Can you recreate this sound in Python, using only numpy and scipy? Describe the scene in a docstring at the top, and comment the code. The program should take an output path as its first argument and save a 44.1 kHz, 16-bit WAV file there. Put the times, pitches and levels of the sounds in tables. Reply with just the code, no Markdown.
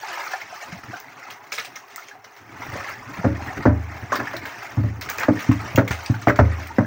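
"""Water sloshes and trickles in the bottom of a small open boat at sea: clouds of ringing bubbles and fine spray.
Single bubbles plip, short bursts of froth and spray splash, and sub-millisecond ticks are drops on bare boards.
Waves slap the hull from outside: damped panel modes boom and knock, filtered noise clatters.
Filtered noise makes the rumble along the hull and the faint sea; close walls reflect the inside sounds."""
import sys
import numpy as np
from scipy import signal
from scipy.io import wavfile
from scipy.ndimage import uniform_filter1d

SR = 44100
rng = np.random.default_rng(int(sys.argv[2]) if len(sys.argv) > 2 else 0)


def store_wav(level_fs):
    """Save 16-bit WAV to argv[1]."""
    pcm = np.round(np.clip(np.atleast_2d(level_fs), -1, 1) * 32767)
    wavfile.write(sys.argv[1], SR, pcm.T.astype(np.int16))


N = 302526
TIME_S = np.arange(N) / SR

# All levels in the tables are relative: filters and source trims follow.
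# Surges of water across the bottom: crest_s, bubbling_db, spray_db, build_s, ebb_s
SURGES = [(.22, -30.5, -39.5, 0.27, 0.15), (.6, -36, -45, 0.1, 0.17), (.98, -37, -46.5, 0.096, 0.029),
          (1.25, -39.5, -51.5, 0.19, 0.1), (1.66, -43, -51.5, 0.17, 0.15), (2.0, -43.5, -47.5, 0.091, .09),
          (2.38, -51, -54.5, 0.11, 0.042), (2.88, -30, -42, 0.21, 0.044), (3.2, -35.5, -47.5, 0.24, 0.076),
          (3.6, -31.5, -46.5, 0.23, 0.057), (3.98, -37.5, -51.5, 0.21, 0.056),
          (4.25, -32, -46.5, 0.14, 0.12), (4.64, -35, -46.5, 0.26, .19), (5.21, -31, -44, 0.11, 0.07),
          (5.44, -34, -43.5, 0.1, 0.083), (5.66, -32, -43, 0.12, 0.096), (6.02, -35.5, -44, 0.12, 0.15),
          (6.58, -34.5, -47.5, .22, 0.23)]
# Rumble of water along the hull: time_s, level_db
RUMBLE_LEVEL = [(0, -50), (.58, -58), (.7, -39.5), (1.05, -52), (1.48, -49), (1.62, -46.5), (2.25, -64),
                (2.58, -39.5), (2.7, -38), (3.05, -42), (3.45, -31.5), (4.08, -40), (4.38, -36.5),
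                (4.65, -43), (5.5, -34.5), (6.1, -43.5), (6.4, -32), (6.86, -42)]
# Loudest single bubbles: start_s, initial_pitch_hz, level_db
LOUD_PLIPS = [(.035, 824, -22), (.136, 1620, -27), (.175, 913, -19), (.334, 1635, -16.5), (.337, 746, -16),
              (.418, 2130, -23.5), (.725, 159.6, -22.5), (.744, 210, -33), (.835, 1300, -29.5),
              (.939, 1450, -22), (1.229, 1950, -27), (1.521, 2220, -19), (1.583, 2080, -19),
              (1.961, 1960, -25), (1.98, 1283, -24.5), (2.113, 1580, -29), (2.153, 715, -33.5),
              (2.689, 106, -22), (2.755, 543, -20.5), (2.844, 1930, -21), (3.187, 165, -17.5),
              (3.327, 296, -21.5), (3.406, 743, -26), (4.128, 1047, -9), (4.188, 303, -18),
              (4.2, 1640, -17), (4.272, 1710, -17), (4.339, 610, -19.5), (4.345, 307, -21.5),
              (5.185, 2370, -18.5), (5.228, 840, -21), (5.232, 1820, -22), (5.373, 1740, -21),
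              (5.513, 1045, -21.5), (5.877, 2080, -20), (6.143, 1470, -20.5), (6.705, 870, -26.5),
              (6.848, 1600, -25)]
# Splashes inside the boat, short bursts of froth and spray: start_s, spray_db, bubbling_db, decay_s (to 1/e)
SPLASHES = [(.1353, -63, -41, 0.028), (0.336, -22.5, -20, 0.0045), (1.3008, -30.5, -38, 0.02),
            (1.5191, -24.5, -30.5, 0.047), (1.579, -24, -22.5, 0.019), (1.647, -25.5, -36, 0.0094),
            (1.756, -29, -32, 0.017), (2.084, -32.5, -38, 0.0079), (2.243, -38, -34, 0.0091),
            (2.363, -41, -39, 0.015), (4.123, -25.5, -44, .028), (4.155, -24.5, -18, .011),
            (4.366, -17.5, -40, 0.0046), (4.453, -34, -27, 0.042), (5.011, -27.5, -31.5, 0.032),
            (5.088, -25.5, -21.5, .02), (5.1838, -34, -21.5, 0.014), (5.206, -31, -23, 0.01),
            (5.232, -28.5, -16, 0.01), (5.391, -29, -29, 0.041), (5.513, -31, -22, 0.013),
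            (5.7585, -10.5, -48, 0.0048), (5.783, -25, -10, 0.0064), (5.8778, -18, -19.5, 0.006),
            (5.908, -20.5, -20.5, 0.021), (6.0597, -19, -43, 0.003), (6.216, -33, -38, 0.022),
            (6.2796, -27, -14, 0.014), (6.358, -28.5, -25, 0.012), (6.67, -28, -44, 0.0061)]
# Drops on bare boards: start_s, level_db
TICKS = [(1.002, -34.5), (1.9606, -25.5), (5.012, -33), (5.1005, -21.5), (5.184, -26), (5.2, -31)]
# Waves striking the hull: start_s, boom_db, heave_db, thud_db, smack_db, push_s, ring_time_factor
SLAPS = [(3.242, -8, -20.5, -14.5, -24, 0.0086, 1), (3.654, -3.5, -12, -11.5, -17.5, 0.0092, 1),
         (4.12, -37, -64, -29.5, -15.5, 0.014, 1), (4.195, -33, -65, -31.5, -29, .0068, 1),
         (4.771, -4.5, -23, -24, -39.5, 0.0085, 1), (4.837, -15, -25.5, -27, -41, 0.0079, 0.95),
         (5.283, -5.5, -55, -8, -19.5, 0.01, 0.69), (5.489, -5.5, -22, -14.5, -41, 0.0026, 0.82),
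         (5.747, -14.5, -32, -36, -41, .0019, 0.38), (5.777, -2.5, -50, -13.5, -14.5, 0.0066, 0.8),
         (5.906, -20, -23, -33.5, -36, 0.00083, 0.55), (6.096, -2, -57.5, -25, -41, 0.0045, 0.79),
         (6.271, -10.5, -34, -17, -19, 0.0027, 1), (6.296, -15, -35, -31, -14.5, 0.0021, 0.55),
         (6.389, -2, -7.5, -15, -14.5, 0.0073, 0.84), (6.784, 1, -53, -10, -19.5, 0.016, 0.61)]
# Hull panel modes before the water detunes them: pitch_hz, level_db, t60_s (before ring_time_factor)
HULL_MODES = [(80.4, 1, 0.71), (106.94, -2, 0.43), (119, -2.5, 0.2), (177.6, -13.5, 0.39), (220, -7, 0.29),
              (248.2, 4, 0.17), (273.8, -0.5, 0.29), (298.9, 2.5, 0.26), (322, -28, 0.1),
              (411.5, -9.5, 0.35), (502, -16.5, 0.5), (580, -2.5, 0.28)]

# Spectrum of the wash bubbles: freq_hz, gain_db
BUBBLING_SPECTRUM = [(150, -51), (330, -3), (480, -11), (600, 0), (800, 1), (1300, 0.5), (2100, 0),
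                     (2600, -9), (3300, -30), (5000, -42.5)]
# Spectrum of spray, in wash and splashes: freq_hz, gain_db
SPRAY_SPECTRUM = [(1200, -25), (2500, 8), (3400, 1.5), (4500, 1), (5800, 4), (6700, -1.5), (7600, -9),
                  (9300, -12.5), (11000, -26.5), (14000, -18), (16000, -15.5)]
# Spectrum of the sea around the boat: freq_hz, gain_db
SEA_SPECTRUM = [(30, -25), (70, -23), (120, -21.5), (250, -25), (410, 1.5), (540, -24), (680, -0.5),
                (800, 4), (950, -3), (1400, -4.5), (2100, -6.5), (3000, -40), (8000, -38.5)]
# Spectrum of water along the hull: freq_hz, gain_db
RUMBLE_SPECTRUM = [(20, -21.5), (45, -8), (75, -0.5), (110, 10.5), (170, -5.5), (280, 3), (400, -7),
                   (700, -19), (2000, -75)]
# Spectrum of splash froth: freq_hz, gain_db
FROTH_SPECTRUM = [(200, -42.5), (420, 1.5), (700, -3), (1000, -1.5), (1500, 3.5), (2150, 4.5), (2600, -9),
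                  (3300, -14.5), (5000, -17.5)]
# Spectrum of a drop on boards: freq_hz, gain_db
TICK_SPECTRUM = [(600, -34), (2000, -6), (6000, 27), (9000, 14.5), (12000, 0), (16000, 18)]
# Spectrum of the crowded high hull modes: freq_hz, gain_db
CLATTER_SPECTRUM = [(100, -35.5), (200, 1.5), (400, 5), (600, 8.5), (900, 1.5), (1400, 1.5), (1900, -4),
                    (2400, -19), (3200, -36.5), (6000, -29), (10000, -63)]
# Microphone port resonance: freq_hz, gain_db
MICROPHONE_RESPONSE = [(12500, -1.5), (14000, 3), (14900, 12), (15600, 15.5), (16100, 0)]

STILL_BUBBLING_DB = -55  # trickle between surges
SURGE_EXPONENT = 1.91  # 2 = bell-shaped crest, 1 = pointed
# bass below SHALLOW_HZ is cut at SHALLOW_DB and lower, whole from DEEP_DB up
SHALLOW_DB, DEEP_DB, SHALLOW_HZ = -46, -45, 89
CHANCE_PLIP_LOW_HZ, CHANCE_PLIP_HIGH_HZ = 610, 2340
CHANCE_PLIP_DB, CHANCE_PLIP_SPREAD_DB = 7, 6.5  # over the bubbling gain; +- spread
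SHOWER_START_S, SHOWER_END_S = 5.09, 5.22  # fine drops on the boards
SHOWER_DB, SHOWER_SPREAD_DB = -38.5, 6
HEAVE_HZ, BOOM_HZ, THUD_HZ, KNOCK_HZ, SMACK_HZ = 80, 115, 290, (420, 850), 1300
KNOCK_DB, KNOCK_LEAN = 0.4, 0.19  # over the weaker of thud and smack; share of their gap added
EDGE_HZ = 16050  # band limit


def amp(db):
    """Decibels to gain."""
    return 10 ** (np.asarray(db) / 20)


def evened(x):
    """Scales to rms 1."""
    return x / np.sqrt(np.mean(x ** 2) + 1e-20)


def read(points, hz):
    """Reads a spectrum on a log-frequency axis."""
    freq_hz, gain_db = np.transpose(points)
    return np.interp(np.log(hz + 1), np.log(freq_hz + 1), gain_db)


def add(mix, start_s, sound):
    """Mixes a sound in at start_s."""
    part = mix[max(round(start_s * SR), 0):][:len(sound)]
    part += sound[:len(part)]


def colour(x, points, size=4096):
    """Causal minimum-phase filter with the given spectrum."""
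    gain_db = read(points, abs(np.fft.fftfreq(size, 1 / SR)))
    log_gain = np.log(amp(gain_db))
    response = np.exp(np.conj(signal.hilbert(log_gain)))
    taps = np.fft.ifft(response).real[:size // 2]
    return signal.oaconvolve(x, taps)[:len(x)]


def colour_evenly(x, points):
    """Colours a steady sound, then scales to rms 1."""
    return evened(colour(x, points))


def clumps(depth_db, size):
    """Quick random swells: drops land in bunches."""
    slow = uniform_filter1d(uniform_filter1d(rng.standard_normal(N), size), size)
    return evened(amp(depth_db * evened(slow)))


def bubble(t, hz, cycles, rise):
    """A bubble decays to 1/e in some cycles; its pitch climbs as it nears the surface."""
    age = t * hz / cycles
    tone = np.sin(2 * np.pi * hz * t * (1 + rise * age / 2))
    return tone * np.exp(-age) * (1 - np.exp(-2 * t * hz))


def cloud(low_hz, high_hz, cycles, rise, spread_db, count, size):
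    """Many bubbles of chance pitch, strength, life and moment, at rms 1."""
    when, pitch, strength, life = rng.random((count, 4, 1)).transpose(1, 0, 2)
    hz = low_hz * (high_hz / low_hz) ** pitch
    # small bubbles are brief and make up in height
    gain = amp(spread_db * np.minimum(-np.log(1 - strength), np.pi)) * hz
    rings = gain * bubble(np.arange(size) / SR, hz, cycles * (.5 + life), rise)
    starts = ((np.arange(count)[:, None] + 2 * when) / count * N).astype(int)
    at = starts + np.arange(size)
    return evened(np.bincount(at.ravel(), rings.ravel(), N)[:N])


def flow():
    """Gains of bubbling and spray: each surge builds to a crest and ebbs; powers add over a trickle."""
    bubbling_power, spray_power = amp(STILL_BUBBLING_DB) ** 2, 0
    for crest_s, bubbling_db, spray_db, build_s, ebb_s in SURGES:
        distance = np.maximum((crest_s - TIME_S) / build_s, (TIME_S - crest_s) / ebb_s)
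        swell = np.exp(-distance ** SURGE_EXPONENT)
        bubbling_power = bubbling_power + amp(bubbling_db) ** 2 * swell
        spray_power = spray_power + amp(spray_db) ** 2 * swell
    return np.sqrt(bubbling_power), np.sqrt(spray_power)


def wash(bubbling_gain, spray_gain):
    """Water running to and fro: a cloud of bubbles and a finer one of spray, in bunches."""
    bunches = clumps(depth_db=2.16, size=400)
    # most bubbles burst at once; a few ring on and chirp upwards
    brief = cloud(319.6, 3877, cycles=5.5, rise=0.024, spread_db=1.5, count=11000, size=900)
    chirps = cloud(655.0, 4384, cycles=9, rise=0.096, spread_db=2, count=500, size=2000)
    bubbles = colour_evenly(brief + amp(-5.5) * chirps, BUBBLING_SPECTRUM)
    droplets = cloud(1970, 15720, cycles=9.2, rise=0.036, spread_db=-1.0, count=18000, size=260)
    mist = clumps(depth_db=0.5, size=1000) * colour_evenly(droplets, SPRAY_SPECTRUM)
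    return bunches * (amp(-2.5) * bubbling_gain * bubbles + amp(-0.67) * spray_gain * mist)


def sea():
    """Faint, hollow lapping of the sea around the boat: coloured noise in slow swells."""
    lapping = colour_evenly(rng.standard_normal(N), SEA_SPECTRUM)
    return amp(-48.5) * clumps(depth_db=-2.0, size=4000) * lapping


def rumble():
    """Water along the outside, heard through the hull in soft lumps, deeper when there is more of it."""
    level_db = np.interp(TIME_S, *np.transpose(RUMBLE_LEVEL))
    full = colour_evenly(rng.standard_normal(N), RUMBLE_SPECTRUM)
    highpass = signal.butter(2, SHALLOW_HZ, "highpass", fs=SR, output="sos")
    shallow = signal.sosfiltfilt(highpass, full)
    depth = np.clip((level_db - SHALLOW_DB) / (DEEP_DB - SHALLOW_DB), 0, 1)
    lumps = clumps(depth_db=5.5, size=1200)
    return amp(-1.5 + level_db) * lumps * (shallow + depth * (full - shallow))


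def plips(bubbling_gain, cycles=8, rise=0.06, longest_s=0.0092, count=34):
    """Bubbles pinch off singly: loud ones at set times, others at chance moments, levels following the flow."""
    out, t = np.zeros(N), np.arange(SR // 5) / SR
    when, pitch, strength = rng.random((count, 3)).T
    at = ((np.arange(count) + when) / count * N).astype(int)
    chance_hz = CHANCE_PLIP_LOW_HZ * (CHANCE_PLIP_HIGH_HZ / CHANCE_PLIP_LOW_HZ) ** pitch
    spread_db = CHANCE_PLIP_SPREAD_DB * (2 * strength - 1)
    chance_db = 20 * np.log10(bubbling_gain[at]) + CHANCE_PLIP_DB + spread_db
    chance_plips = list(zip(at / SR, chance_hz, chance_db))
    for start_s, hz, level_db in LOUD_PLIPS + chance_plips:
        damped_cycles = min(cycles, hz * longest_s)  # shallow water damps the biggest bubbles
        add(out, start_s, amp(level_db) * bubble(t, hz, damped_cycles, rise))
    return out


def splashes(attack_s=0.00085):
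    """Each splash throws a dense burst of froth and spray that dies quickly."""
    spray_gain, froth_gain, t = np.zeros(N), np.zeros(N), np.arange(SR // 3) / SR
    for start_s, spray_db, bubbling_db, decay_s in SPLASHES:
        burst = (1 - np.exp(-t / attack_s)) * np.exp(-t / decay_s)
        add(spray_gain, start_s, amp(spray_db) * burst)
        add(froth_gain, start_s, amp(bubbling_db) * burst)
    bubbles = cloud(443, 4250, cycles=0.76, rise=0.014, spread_db=5.5, count=28000, size=200)
    droplets = cloud(1720, 20340, cycles=5.7, rise=.021, spread_db=7.0, count=45000, size=70)
    froth = amp(-1.5) * froth_gain * colour_evenly(bubbles, FROTH_SPECTRUM)
    spray = amp(-5.5) * spray_gain * colour_evenly(droplets, SPRAY_SPECTRUM)
    return froth + spray


def ticks(decay_s=0.00027, count=12):
    """Drops burst on the boards as decaying random-sign clicks, singly and in one brief shower."""
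    out, t = np.zeros(N), np.arange(SR // 100) / SR
    when, strength = rng.random((count, 2)).T
    shower_s = SHOWER_START_S + (SHOWER_END_S - SHOWER_START_S) * (np.arange(count) + when) / count
    shower_db = SHOWER_DB + SHOWER_SPREAD_DB * (2 * strength - 1)
    for start_s, level_db in TICKS + list(zip(shower_s, shower_db)):
        click = rng.choice([-1., 1.], len(t)) * np.exp(-t / decay_s)
        add(out, start_s, amp(level_db) * click)
    return amp(-9.5) * colour(out, TICK_SPECTRUM)


def wave_force(boom_db, heave_db, thud_db, smack_db):
    """Spectrum of one wave's push; only a wave both heavy and sharp knocks."""
    knock_db = min(thud_db, smack_db) + KNOCK_DB + KNOCK_LEAN * abs(thud_db - smack_db)
    knock = [(hz, knock_db) for hz in KNOCK_HZ]
    return [(HEAVE_HZ, heave_db), (BOOM_HZ, boom_db), (THUD_HZ, thud_db), *knock, (SMACK_HZ, smack_db)]


def hull_panels(t, force, ring_factor, place_db=2.5, load=0.0185):
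    """Low panel modes ring as decaying sines; where and how heavily the wave lands shifts each."""
    # the short, high modes feel it most
    spot, weight = rng.uniform(-1.7, 1.7, (2, len(HULL_MODES))) * np.linspace(.2, 1.4, len(HULL_MODES))
    panels = np.zeros(len(t))
    for k, (hz, mode_db, t60_s) in enumerate(HULL_MODES):
        level_db = mode_db + place_db * spot[k] + read(force, hz)
        decay_db = -60 * t / (t60_s * ring_factor)
        tone = np.sin(2 * np.pi * hz * (1 + load * weight[k]) * t)
        panels += (-1) ** (k // 3) * amp(level_db + decay_db) * tone
    return panels


def hull_clatter(t, force, swell, ring_factor, t60_s=0.13, late_db=-22, late_t60_s=0.54,
                 smack_t60_s=0.033, lumpy_db=4, count=200):
    """Crowded high modes clatter briefly: noise shaped by the blow and its ring."""
    ring = amp(-60 * t / (t60_s * ring_factor)) + amp(late_db - 60 * t / late_t60_s)
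    # the first contact is abrupt and dies before the panels are in full swing
    blow = amp(14.5) * ring * swell + amp(16) * amp(-60 * t / smack_t60_s)
    # water lands in uneven lumps a few milliseconds apart
    lump_level = np.interp(t, np.linspace(0, t[-1], count), rng.uniform(-1.23, 1, count))
    noise = rng.standard_normal(len(t)) * blow * amp(lumpy_db * lump_level)
    return colour(colour(noise, CLATTER_SPECTRUM), force)


def slaps(lowest_hz=64):
    """A wave smacks the hull and loads it: low panels swing up with the push, high modes clatter."""
    out, t = np.zeros(N), np.arange(SR * 3 // 4) / SR
    for start_s, boom_db, heave_db, thud_db, smack_db, push_s, ring_factor in SLAPS:
        force = wave_force(boom_db, heave_db, thud_db, smack_db)
        swell = 1 - np.exp(-(t / push_s) ** 2)
        panels = hull_panels(t, force, ring_factor)
        clatter = hull_clatter(t, force, swell, ring_factor)
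        add(out, start_s, amp(0.5) * panels * swell + clatter)
    # a small hull cannot radiate the deepest bass
    return signal.sosfilt(signal.butter(4, lowest_hz, "highpass", fs=SR, output="sos"), out)


def walls(x, t60_s=0.13, wet_db=-5, first_s=0.0018, count=12, echoes_per_s=2500, changes_per_s=45):
    """Close reflections from the boat's sides; the paths keep changing as the water moves."""
    t, wet = np.arange(SR // 6) / SR, np.zeros(N)
    for k in range(count):
        signs = rng.choice([-1., 1.], len(t))
        present = (rng.random(len(t)) < echoes_per_s / SR) * (t > first_s)
        taps = signs * present * amp(-60 * t / t60_s)
        # crossfade through the sets of paths in turn
        away = (TIME_S * changes_per_s - k + 1) % count - 1
        share = np.cos(np.pi / 2 * np.minimum(abs(away), 1))
        wet += signal.oaconvolve(x * share, taps / np.linalg.norm(taps))[:N]
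    return x + amp(wet_db) * wet


def scene():
    """Water inside the boat with its reflections, plus the hull and the sea."""
    bubbling_gain, spray_gain = flow()
    inside = wash(bubbling_gain, spray_gain) + plips(bubbling_gain) + splashes() + ticks()
    return (walls(inside) + sea() + rumble() + slaps())[None]


def record(dry):
    """The microphone port rings in the top treble; high peaks are rounded off; then the band limit."""
    heard = colour(dry[0], MICROPHONE_RESPONSE)
    heard = heard / (1 + (heard / .82) ** 4) ** .25
    lowpass = signal.firwin(401, EDGE_HZ, window=("kaiser", 8), fs=SR)
    return signal.oaconvolve(heard, lowpass, "same")[None]


dry = scene()
out = record(dry)
store_wav(out)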